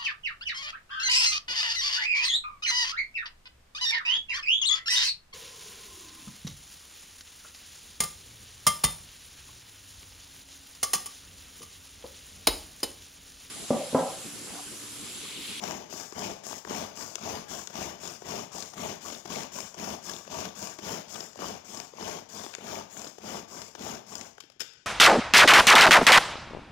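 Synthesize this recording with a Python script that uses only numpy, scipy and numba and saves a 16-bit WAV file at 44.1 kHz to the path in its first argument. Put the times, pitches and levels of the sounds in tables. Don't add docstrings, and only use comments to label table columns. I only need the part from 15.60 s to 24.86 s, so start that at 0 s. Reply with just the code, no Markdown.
import sys
import numpy as np
from scipy import signal
from scipy.fft import rfft, irfft
from scipy.io import wavfile
from numba import njit

SR = 44100
rng = np.random.default_rng(int(sys.argv[2]) if len(sys.argv) > 2 else 0)


def gain_from_decibels(decibels):
    exponent = np.asarray(decibels, float) / 20
    return 10 ** exponent


def generate_wav(sig):
    pcm = np.round(np.clip(np.atleast_2d(sig).T, -1, 1) * 32767).astype(np.int16)
    wavfile.write(sys.argv[1], SR, pcm)


N = 408361

# [f/Hz, width/Hz, level/dB]
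BOWL_MODES = [(92, 55, -10), (207.5, 57, 0), (359.4, 38, -3.5), (420.3, 37, -2), (648, 128, 0),
              (964, 127, -3.5), (1145, 75, -3.5), (1435, 540, -23)]
# [f/Hz, width/Hz, level/dB]
GEAR_MODES = [(1458, 280, 0), (1874, 470, -1), (2417, 565, -1), (2974, 176, 2.5), (3430, 545, -3.5)]
# [f/Hz, width/Hz, level/dB]
LID_MODES = [(4220, 850, -2.5), (5190, 348, 14), (5675, 330, 15), (6600, 760, 14.5), (7530, 1700, 1.5)]
# [f/Hz, width/Hz, level/dB]
FIZZ_MODES = [(8720, 1350, -6.5), (9950, 1470, -2), (11900, 1950, -3.5), (12900, 1500, -5.5),
              (14600, 930, 1.5), (15430, 700, -2), (16030, 500, -6)]
# [t/s, thump peak/dB, thump f/Hz, tick peak/dB]
CLUTCH_BITES = [(0.523, -38, 401, -36), (1.048, -32, 393, -41), (1.581, -39, 633, -50),
                (2.103, -41, 719, -50), (2.619, -36, 385, -42), (3.135, -39, 711, -38),
                (3.655, -35, 361, -37), (4.143, -40, 692, -35), (4.675, -40, 600, -50),
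                (5.187, -36, 331, -35), (5.756, -40, 587, -42), (6.334, -41, 514, -48),
                (6.981, -40, 450, -50), (7.581, -38, 396, -50), (8.15, -38, 331, -35)]
# [t/s, peak/dB, middle part minus peak/dB, ring f/Hz]
RATCHET_SKIPS = [(0.8664, -29.5, -20, 6860), (1.4242, -32, -13, 5220), (2.4544, -32, -16, 5830),
                 (2.4753, -22, -19, 5200), (2.9823, -29, -15, 6350), (3.004, -22, -22, 6330),
                 (3.0245, -22, -13, 5100), (3.4828, -29, -16, 5410), (3.5232, -29, -14, 6740),
                 (3.9864, -31, -21, 6410), (4.0042, -22.5, -26, 5360), (4.4958, -23, -26, 5280),
                 (4.5144, -29, -23, 6420), (4.535, -26, -22, 5620), (4.5638, -29, -15, 3530),
                 (5.0266, -24.5, -17, 6360), (5.0719, -26.5, -8, 5170), (5.6058, -22, -12, 5000),
                 (6.1464, -29.5, -16, 6340), (6.1724, -29, -21, 5170), (6.2003, -22.5, -7, 5100),
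                 (6.8359, -27, -17, 3520), (7.3736, -27.5, -17, 6510), (7.3936, -28, -17, 6460),
                 (7.417, -28.5, -20, 6340), (7.444, -27.5, -8, 5200), (7.4744, -31, -12, 6560),
                 (8.0175, -26, -8, 5100), (8.554, -21.5, -21, 6460), (8.6115, -26, -4, 6500)]
# [t/s, peak/dB]
SPRING_FREED = [(0.2997, -38), (0.8365, -40), (1.3553, -40), (1.8845, -39), (2.4024, -42), (2.9193, -39),
                (3.4094, -40), (3.9194, -38), (4.4283, -37), (4.9541, -39), (5.482, -39), (6.0472, -47),
                (6.6904, -44), (7.2994, -44), (7.885, -45), (8.465, -46)]


def level(x, db):
    return x * gain_from_decibels(db) / np.sqrt(np.mean(x ** 2))


@njit
def svf(x, hz, width, bend):
    y, band, low = np.empty(len(x)), 0., 0.
    tuned, damping = np.tan(np.pi * hz / SR), width / hz
    for i in range(len(x)):
        g = tuned * bend[i]
        v = (band + g * (x[i] - low)) / (1 + g * (g + damping))
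        band = 2 * v - band
        low += 2 * g * v
        y[i] = damping * v
    return y


def ring(x, modes, bend=None):
    bend = np.ones(len(x)) if bend is None else bend
    out = np.zeros(len(x))
    for k, (hz, width, db) in enumerate(modes):
        out += (-1) ** k * gain_from_decibels(db) * svf(x, 1. * hz, 1. * width, bend)
    return out


def colour(x, points, size=4096):
    hz, db = np.transpose(points)
    bins_hz = np.arange(size // 2 + 1) * SR / size
    log_gain = np.interp(np.log(bins_hz + 1), np.log(hz), db) * np.log(10) / 20
    cepstrum = irfft(log_gain)
    cepstrum[1:size // 2] *= 2
    cepstrum[size // 2 + 1:] = 0
    return signal.fftconvolve(x, irfft(np.exp(rfft(cepstrum))))[:N]


def fade(x, tail_s):
    return signal.lfilter([1], [1, -np.exp(-1 / (SR * tail_s))], x)


def grains(rate, spread_db, tail_s, bed):
    hits = (rng.random(N) < rate / SR) * gain_from_decibels(spread_db * rng.exponential(size=N))
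    return bed + level(fade(hits, tail_s), 0)


def wander(x, modes, patchy_db, rate, drift=.03):
    drive_at, slide_at = np.arange(N) * rate / SR, np.arange(N) * 9 / SR
    drives = gain_from_decibels(patchy_db * rng.standard_normal((len(modes), 1000)))
    slides = 1 + drift * rng.standard_normal((len(modes), 1000))
    knots = np.arange(1000)
    out = np.zeros(N)
    for k, (mode, drive, slide) in enumerate(zip(modes, drives, slides)):
        ringing = ring(x, [mode], np.interp(slide_at, knots, slide))
        out += (-1) ** k * ringing * np.interp(drive_at, knots, drive)
    return level(out, 0)


def strikes(times, db, modes, burst_s):
    out, t = np.zeros(N + 2048), np.arange(2048) / SR
    noise = rng.standard_normal((len(times), 2048))
    noise[:, :3] = [2.2, -1.2, .6]
    for s, peak_db, shape, rough in zip(times, db, modes, noise):
        hit = ring(rough * np.exp(-t / burst_s), shape)
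        start = int(s * SR)
        out[start:start + 2048] += hit * gain_from_decibels(peak_db) / np.abs(hit).max()
    return out[:N]


def room_hum():
    # [f/Hz, level/dB per Hz]
    hum_points = [(15, -40), (45, 8), (130, 12), (410, 3), (1450, -6.5), (1620, 6), (3090, -6), (3830, -37),
                  (6550, -3), (8350, -27), (15500, -32)]
    return [level(colour(noise, hum_points), -67.5) for noise in rng.standard_normal((2, N))]


def echoes(x):
    t60_s, treble_t60_s, split_hz, first_echo_s = 0.73, 0.34, 5900, 0.0074
    t = np.arange(SR) / SR
    noise = rng.standard_normal((2, SR))
    dull = signal.sosfilt(signal.butter(2, split_hz, fs=SR, output="sos"), noise)
    tail = dull * gain_from_decibels(-60 * t / t60_s) + (noise - dull) * gain_from_decibels(-60 * t / treble_t60_s)
    tail = tail * np.clip(t / first_echo_s - .5, 0, 1)
    tail = tail / np.sqrt(np.mean(np.sum(tail ** 2, axis=1)))
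    return signal.fftconvolve(x[None], tail, axes=1)[:, :N]


def snap():
    # [t/s, peak/dB]
    handle_hits = [(8.781, -44), (8.803, -31), (8.806, -34), (8.824, -46), (8.837, -48), (8.853, -54),
                   (8.8994, -40.5), (8.919, -49), (8.9958, -35), (9.0023, -24.5), (9.005, -17.5),
                   (9.012, -23.5), (9.017, -26.5), (9.022, -31), (9.031, -34), (9.077, -41), (9.135, -42)]
    # [f/Hz, width/Hz, level/dB]
    seated = [(450, 750, -12.5), (1580, 220, -1.5), (1930, 250, -1), (2450, 350, -2.5), (3200, 150, 3),
              (3650, 200, -1), (4140, 400, -5), (4680, 150, -0.5), (5130, 150, 13), (5680, 150, 3.5),
              (6140, 550, -0.5), (7010, 130, 3), (7750, 340, -7), (12800, 9900, -17.5)]
    seat_s = 9.0
    s, db = np.transpose(handle_hits)
    wide = [(hz, width + 260, min(top, 4.5)) for hz, width, top in seated]
    loose = [(1140, 180, 3), (1520, 250, -3), (2400, 500, -2), (3100, 280, 0), (3800, 500, -4),
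             (4550, 300, 2), (5050, 300, -2), (5650, 300, -4), (6700, 400, 0), (11900, 5000, -16.0)]
    thrown = strikes(s, db, [wide] * len(s), burst_s=0.0045)
    direct = strikes(s, db + 0.5, [seated if t > seat_s else loose for t in s], burst_s=0.0024)
    return direct + 0.88 * thrown, thrown


def catches():
    # [t/s, peak/dB, ring f/Hz]
    tooth_catches = [(0.0772, -29, 2300), (0.5801, -41, 2960), (1.096, -36, 3090), (1.4077, -39, 1600),
                     (2.4753, -35, 3740), (2.6668, -40, 3410), (3.1373, -42, 1500), (3.203, -35, 3130),
                     (3.5024, -31, 2220), (3.526, -30, 3040), (3.5483, -31, 3550), (3.722, -31, 2590),
                     (3.7574, -26, 2220), (4.191, -33, 1580), (4.4757, -41, 3450), (4.5367, -30, 3500),
                     (4.7172, -35, 2300), (5.1871, -38, 2190), (5.5458, -33, 3490), (5.5585, -26.5, 2840),
                     (6.2006, -41, 3110), (6.4108, -35, 3570), (6.9383, -29, 2270), (7.1556, -31, 2340),
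                     (7.47, -33, 3330), (7.9674, -45, 1510), (8.1923, -35, 3290), (8.78, -43, 1510),
                     (8.837, -41, 2520), (1.075, -41, 5000), (4.1869, -34, 4770), (4.2182, -38, 2590),
                     (4.6763, -38, 2700), (4.8878, -39, 3580), (5.2609, -47, 2300), (5.6062, -40, 3480),
                     (6.426, -28, 4830), (6.7695, -38, 3410), (7.067, -33, 2320), (8.0185, -41, 2600),
                     (8.151, -35, 2980), (8.152, -37, 1600), (0.5185, -44, 5600), (2.496, -32, 5200),
                     (5.731, -40, 6800), (8.221, -36, 3200)]
    s, db, hz = np.transpose(tooth_catches)
    modes = [[(f, 260, 0), (5300, 1500, -9), (1200, 900, -12)] for f in hz]
    return strikes(s, db + 2.0, modes, burst_s=0.0029)


def ticks():
    # [t/s, peak/dB, dull minus peak/dB,
    # middle minus peak/dB, ring f/Hz]
    cracks = [(0.0379, -23.5, -4, -7, 5900), (0.109, -23.5, -3, -8, 6050), (0.5924, -23, -9, -20, 6040),
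              (1.084, -34, -14, -20, 6410), (1.096, -25, -15, -23, 5330), (1.5552, -16, -20.5, -12, 6800),
              (2.0731, -20, -22, -12, 6900), (2.155, -25.5, -6, -9, 5840), (3.8335, -27, -11, -17, 5470),
              (4.8533, -26.5, -18, -6, 5940), (5.884, -28, -22, -24, 6600), (6.9377, -41, -1, 11.5, 3320),
              (6.95, -21, -18, -5.5, 6800), (0.326, -33.5, 2.5, -2, 6000), (0.582, -31, 1, -16, 6000),
              (8.5814, -28, -22, -24, 6350)]
    # [peak/dB, dull minus peak/dB, middle minus peak/dB, ring f/Hz]
    let_go = (-46, -11, -25, 6800)
    # [dull minus peak/dB, middle minus peak/dB, ring f/Hz]
    bite_shape = (-5, -14, 6000)
    skip_dull_db = -17
    skips = [(s, db - 0.5, skip_dull_db, middle_db, hz) for s, db, middle_db, hz in RATCHET_SKIPS]
    releases = [(s, *let_go) for s, _ in SPRING_FREED]
    bites = [(s, db + 2.0, *bite_shape) for s, _, _, db in CLUTCH_BITES]
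    return np.transpose(cracks + skips + releases + bites)


def clicks():
    s, db, dull_db, middle_db, part_hz = ticks()
    lid = LID_MODES + [(hz, width, top - 8.5) for hz, width, top in FIZZ_MODES] + [(3020, 760, 3.0)]
    modes = [lid + [(hz, 220.0, 19.0)] for hz in part_hz]
    sharp = strikes(s, db + 1.5, modes, burst_s=.001)
    middle = strikes(s, db + middle_db + 2.5, [GEAR_MODES] * len(s), burst_s=0.0022)
    dull = strikes(s, db + dull_db + 3.0, [BOWL_MODES[2:]] * len(s), burst_s=0.00042)
    return sharp + middle + dull


def knocks():
    # [t/s,
    # peak/dB, f/Hz]
    dull_knocks = [(0.035, -25, 684), (0.338, -31, 202), (0.836, -50, 383), (1.074, -32, 607),
                   (1.108, -23.5, 240), (1.633, -31, 246), (1.93, -36, 450), (2.153, -37, 227),
                   (2.433, -33, 384), (2.947, -50, 624), (3.194, -32, 211), (3.461, -31, 360),
                   (4.474, -39, 666), (4.969, -51, 234), (5.226, -46, 223), (5.803, -36, 401),
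                   (5.822, -26, 361), (5.831, -28, 570), (5.843, -23, 623), (5.856, -28, 634),
                   (5.811, -35, 1100), (5.904, -37, 217), (5.82, -25, 1170), (5.834, -31, 1150),
                   (6.147, -47, 208), (6.385, -31, 553), (6.409, -28.5, 410), (6.864, -28, 365),
                   (7.369, -32, 183), (8.522, -44, 243), (8.7809, -38, 1410), (8.783, -42, 431),
                   (8.838, -47, 300), (8.9, -48, 550), (8.963, -57, 400), (9.018, -38, 444),
                   (9.03, -48, 397), (9.045, -49, 500), (9.135, -60, 400),
                   (0.563, -42, 423), (0.929, -27, 436), (1.373, -37.5, 204), (1.553, -38, 1150),
                  (1.929, -32, 444), (2.646, -46, 339), (3.179, -32, 690), (3.482, -39, 202),
                  (3.501, -35, 676), (3.524, -32.5, 299), (4.495, -45, 633), (4.533, -40, 729),
                  (4.651, -39, 213), (5.261, -42, 231), (5.556, -32, 360), (5.579, -35, 640),
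                  (5.605, -35, 340), (5.677, -43, 651), (6.935, -36, 1140), (7.468, -33.5, 296),
                  (7.967, -38, 202), (8.017, -43, 377), (8.23, -37, 641), (8.299, -31, 248),
                  (1.149, -31, 280), (5.63, -36, 400), (5.79, -31, 380), (8.58, -43, 398), (8.63, -41, 380),
                  (2.455, -34, 800), (2.965, -36, 704), (2.983, -29, 804), (5.533, -38, 1130),
                  (6.2, -34, 397), (7.394, -40, 605), (7.444, -40, 500), (8.198, -43, 678),
                  (8.265, -37, 350), (8.291, -29, 750), (8.326, -34, 700), (8.34, -29, 746)]
    bites = [(s + .002, db + 5, hz) for s, db, hz, _ in CLUTCH_BITES]
    s, db, hz = np.transpose(dull_knocks + bites)
    modes = [[(f, 0.26 * f, 0), (min(2.0 * f, 1500), 0.85 * min(f, 600), -6.0), (1300, 700, -12.0)]
             for f in hz]
    return strikes(s, db + 2.5, modes, burst_s=.0012)


def cord():
    # [t/s, rasp at full speed/dB, up to speed/share of stroke, slows/share, rasp when it stops/dB]
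    pulls = [(-0.02, -43, 0.17, 0.63, -60), (0.525, -42.5, 0.23, 0.63, -63), (1.05, -41, 0.17, 0.65, -59),
             (1.582, -42, 0.27, 0.7, -59), (2.101, -42, 0.27, 0.64, -60.5), (2.618, -42.5, 0.25, 0.73, -62),
             (3.136, -41, 0.29, 0.72, -60), (3.654, -41.5, 0.2, 0.72, -60.5),
             (4.142, -41.5, 0.3, 0.75, -57.5), (4.671, -42, 0.22, 0.72, -59.5),
             (5.189, -41, 0.29, 0.74, -60), (5.751, -43.5, 0.19, 0.63, -65), (6.334, -43.5, 0.31, 0.7, -69),
             (6.982, -43.5, 0.35, 0.72, -62.5), (7.58, -43.5, 0.37, 0.74, -64),
             (8.152, -43.5, 0.28, 0.67, -66.5)]
    # [t/s, rasp at full speed/dB, fastest/share, rasp when it stops/dB, bowl rattle/dB]
    returns = [(0.278, -43, 0.5, -53.5, -6), (0.824, -41.5, 0.4, -55.5, -6.5),
               (1.337, -43, 0.31, -53.5, -5.5), (1.865, -41.5, 0.19, -56, -5),
               (2.391, -43.5, 0.2, -56.5, -5), (2.901, -43.5, 0.21, -54.5, -5.5),
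               (3.399, -44.5, 0.23, -56.5, -4), (3.907, -43, 0.2, -56, -5.5),
               (4.404, -44.5, 0.26, -54.5, -4.5), (4.936, -43, 0.38, -55, -4),
               (5.459, -44.5, 0.35, -59.5, -5.5), (6.039, -46.5, 0.35, -59, -4.5),
               (6.677, -46, 0.34, -55.5, -3), (7.281, -46.5, 0.4, -60.5, -5.5),
               (7.868, -47, .38, -60.5, -3), (8.446, -48, 0.26, -66, -2)]
    food_load = (0.7, 0.51, 0.92, 0.64, 0.11, 0.21, -0.6, -0.8, -0.017, -0.3, -1.1, 0.47, 0.4, 0.34, 0.67,
                 0.71)
    # [t after the turn/s, rasp/dB, share of the scrape]
    scrape_corners = [
        (-.004, -4, 0),
        (0, -3.5, 1),
        (.009, -0.5, .8),
        (0.013, -2, 0),
    ]
    scrape_levels = (1, 4, 5, 7, 4, 6.5, 12, 6, 3, 8, 4, -2, 2, 7, 9, -5)
    rest_s, slack_s, jump_s = 8.765, 0.0287, 0.0034
    pull_bowl_db, pull_gear_db = np.array([2.9, 1.77, 1.6, 3.05, 1.6]), (-2, -4.5, -5.5, -4, -5.5)
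    back_bowl_db, back_gear_db = np.array([-1, 4, 1]), np.array([-13.5, -6, -6])
    rows, rest_db = [], -55
    ends = [pull[0] for pull in pulls[1:]] + [rest_s]
    strokes = zip(pulls, returns, ends, food_load, SPRING_FREED, scrape_levels)
    for pull, back, end, load_db, (free, _), scrape_db in strokes:
        s, db, rise, slow, stop_db = pull
        turn, back_db, fast, home_db, rattle_db = back
        shares = (rise, (rise + slow) / 2, slow, 1)
        at = [s + slack_s] + [s + share * (turn - s) for share in shares]
        rasp = (rest_db, db - 2, db, db - 3.5, stop_db)
        rows += zip(at, rasp, load_db + pull_bowl_db, pull_gear_db)
        bite_in = s + 0.516 * rise * (turn - s)
        rows.append((bite_in, db - 7.5, load_db + pull_bowl_db[0], pull_gear_db[1]))
        rows += [(free - jump_s, stop_db, 2.5, -4), (free, back_db - 8, -4, -9)]
        at = [turn + share * (end - turn) for share in (0.19, fast, 0.72)]
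        rasp = back_db + np.array([-1.4, 0, -5.5])
        rows += zip(at, rasp, rattle_db + back_bowl_db, 0.55 * rattle_db + back_gear_db)
        rows.append((end - slack_s, home_db, rattle_db - 3.0, rattle_db - 8.0))
        rows.append((at[0] - jump_s, back_db - 2, rattle_db - 3, -9))
        for lag, still_db, share in scrape_corners:
            gear_db = rattle_db - 5.5 + share * 5.5
            rows.append((end + lag, home_db + still_db + share * scrape_db, rattle_db + 2.0, gear_db))
        rest_db = home_db
    return np.array(sorted(rows)).T


def spinning():
    # [f/Hz, width/Hz, level/dB]
    counter_modes = [(45.6, 25, -7), (91, 31, 2.5), (203.8, 20.5, 11.5), (401, 78, 3.5), (840, 190, 8.5),
                     (1130, 360, 0)]
    # [f/Hz, width/Hz, level/dB]
    spring_modes = [(7060, 180, 14.5), (8160, 660, 4)]
    # [f/Hz, width/Hz, level/dB]
    pawl_modes = [(960, 110, -3), (1145, 100, 2), (1550, 160, -2), (3450, 240, -4.5)]
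    t = np.arange(N) / SR
    s, *columns = cord()
    rasp_db, bowl_db, gear_db = (np.interp(t, s, column) for column in columns)
    rasp_db = rasp_db - 300 * np.clip(t - s[-1], 0, 1)
    skips = np.bincount((np.array(RATCHET_SKIPS)[:, 0] * SR).astype(int), minlength=N)
    rasp_db = rasp_db + 4.5 * fade(skips, tail_s=.006)
    lumps = grains(rate=500, spread_db=-0.5, tail_s=0.00076, bed=1.0)
    teeth = grains(rate=470, spread_db=1.2, tail_s=0.0023, bed=2.2) + 0.22 * lumps
    air, stone, grit = rng.standard_normal((3, N))
    bowl = wander(lumps * air, BOWL_MODES, patchy_db=1.0, rate=45) * gain_from_decibels(bowl_db)
    rasp = wander(teeth * grit, LID_MODES, patchy_db=0.5, rate=90)
    chatter = wander((teeth + .5 * lumps) * grit, GEAR_MODES, patchy_db=2, rate=50, drift=.02) * gain_from_decibels(gear_db)
    fizz = wander(teeth * grit, FIZZ_MODES, patchy_db=1, rate=6, drift=0.0055)
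    fizz = fizz * gain_from_decibels(-11.0 + 0.13 * (rasp_db + 45.0))
    rewind = np.clip((-5.5 - gear_db) / 1.5, 0, 1)
    spring = rewind * wander(teeth * air, spring_modes, patchy_db=-2.0, rate=100) * gain_from_decibels(-7.0)
    rattles = grains(rate=160, spread_db=0.5, tail_s=0.0018, bed=0.89)
    pawl = rewind * wander(rattles * stone, pawl_modes, patchy_db=4.5, rate=40) * gain_from_decibels(bowl_db - 7.0)
    bright = rasp + spring + pawl + gain_from_decibels(2.0) * chatter + fizz
    base = wander((lumps + 3.9) * stone, counter_modes, patchy_db=1.5, rate=25, drift=0.042)
    base = base * gain_from_decibels(bowl_db + 2.0)
    base = base + level(ring(teeth * stone, GEAR_MODES + pawl_modes), 1.6) * gain_from_decibels(gear_db)
    return gain_from_decibels(rasp_db) * gain_from_decibels(4.5) * (bowl + bright), gain_from_decibels(rasp_db - 3.9 * rewind) * base


def scene():
    # [f/Hz, level/dB]
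    shadow_points = [(100, -1), (300, -3), (1000, -8), (3000, -2.5)]
    air, base = spinning()
    thumps = knocks()
    handle, thrown = snap()
    near = air + clicks() + catches() + thumps
    kitchen = echoes(gain_from_decibels(-12.5) * near + gain_from_decibels(-7) * thrown)
    hum = room_hum()
    left = near + handle + 0.3 * base + kitchen[0] + hum[0]
    right = colour(0.76 * near, shadow_points) + 0.078 * thumps + 0.79 * handle + base
    right = right + 0.29 * kitchen[1] + 0.71 * hum[0] + 0.29 * hum[1]
    return np.array([left, right])


def low_pass(x):
    return signal.sosfilt(signal.butter(12, 15750, fs=SR, output="sos"), x)


def record(dry):
    # [f/Hz, level/dB]
    cover_points = [(60, -2.5), (200, -2.5), (400, 1.5), (700, -6), (1300, -10), (2400, -22), (4400, -51.5),
                    (8000, -147), (15000, -16)]
    covered = colour(colour(dry[1], cover_points), [(7000, 1), (15000, -22)])
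    covered = np.roll(covered, -6)
    return low_pass(np.array([dry[0], covered]))


dry = scene()
out = record(dry)
generate_wav(out)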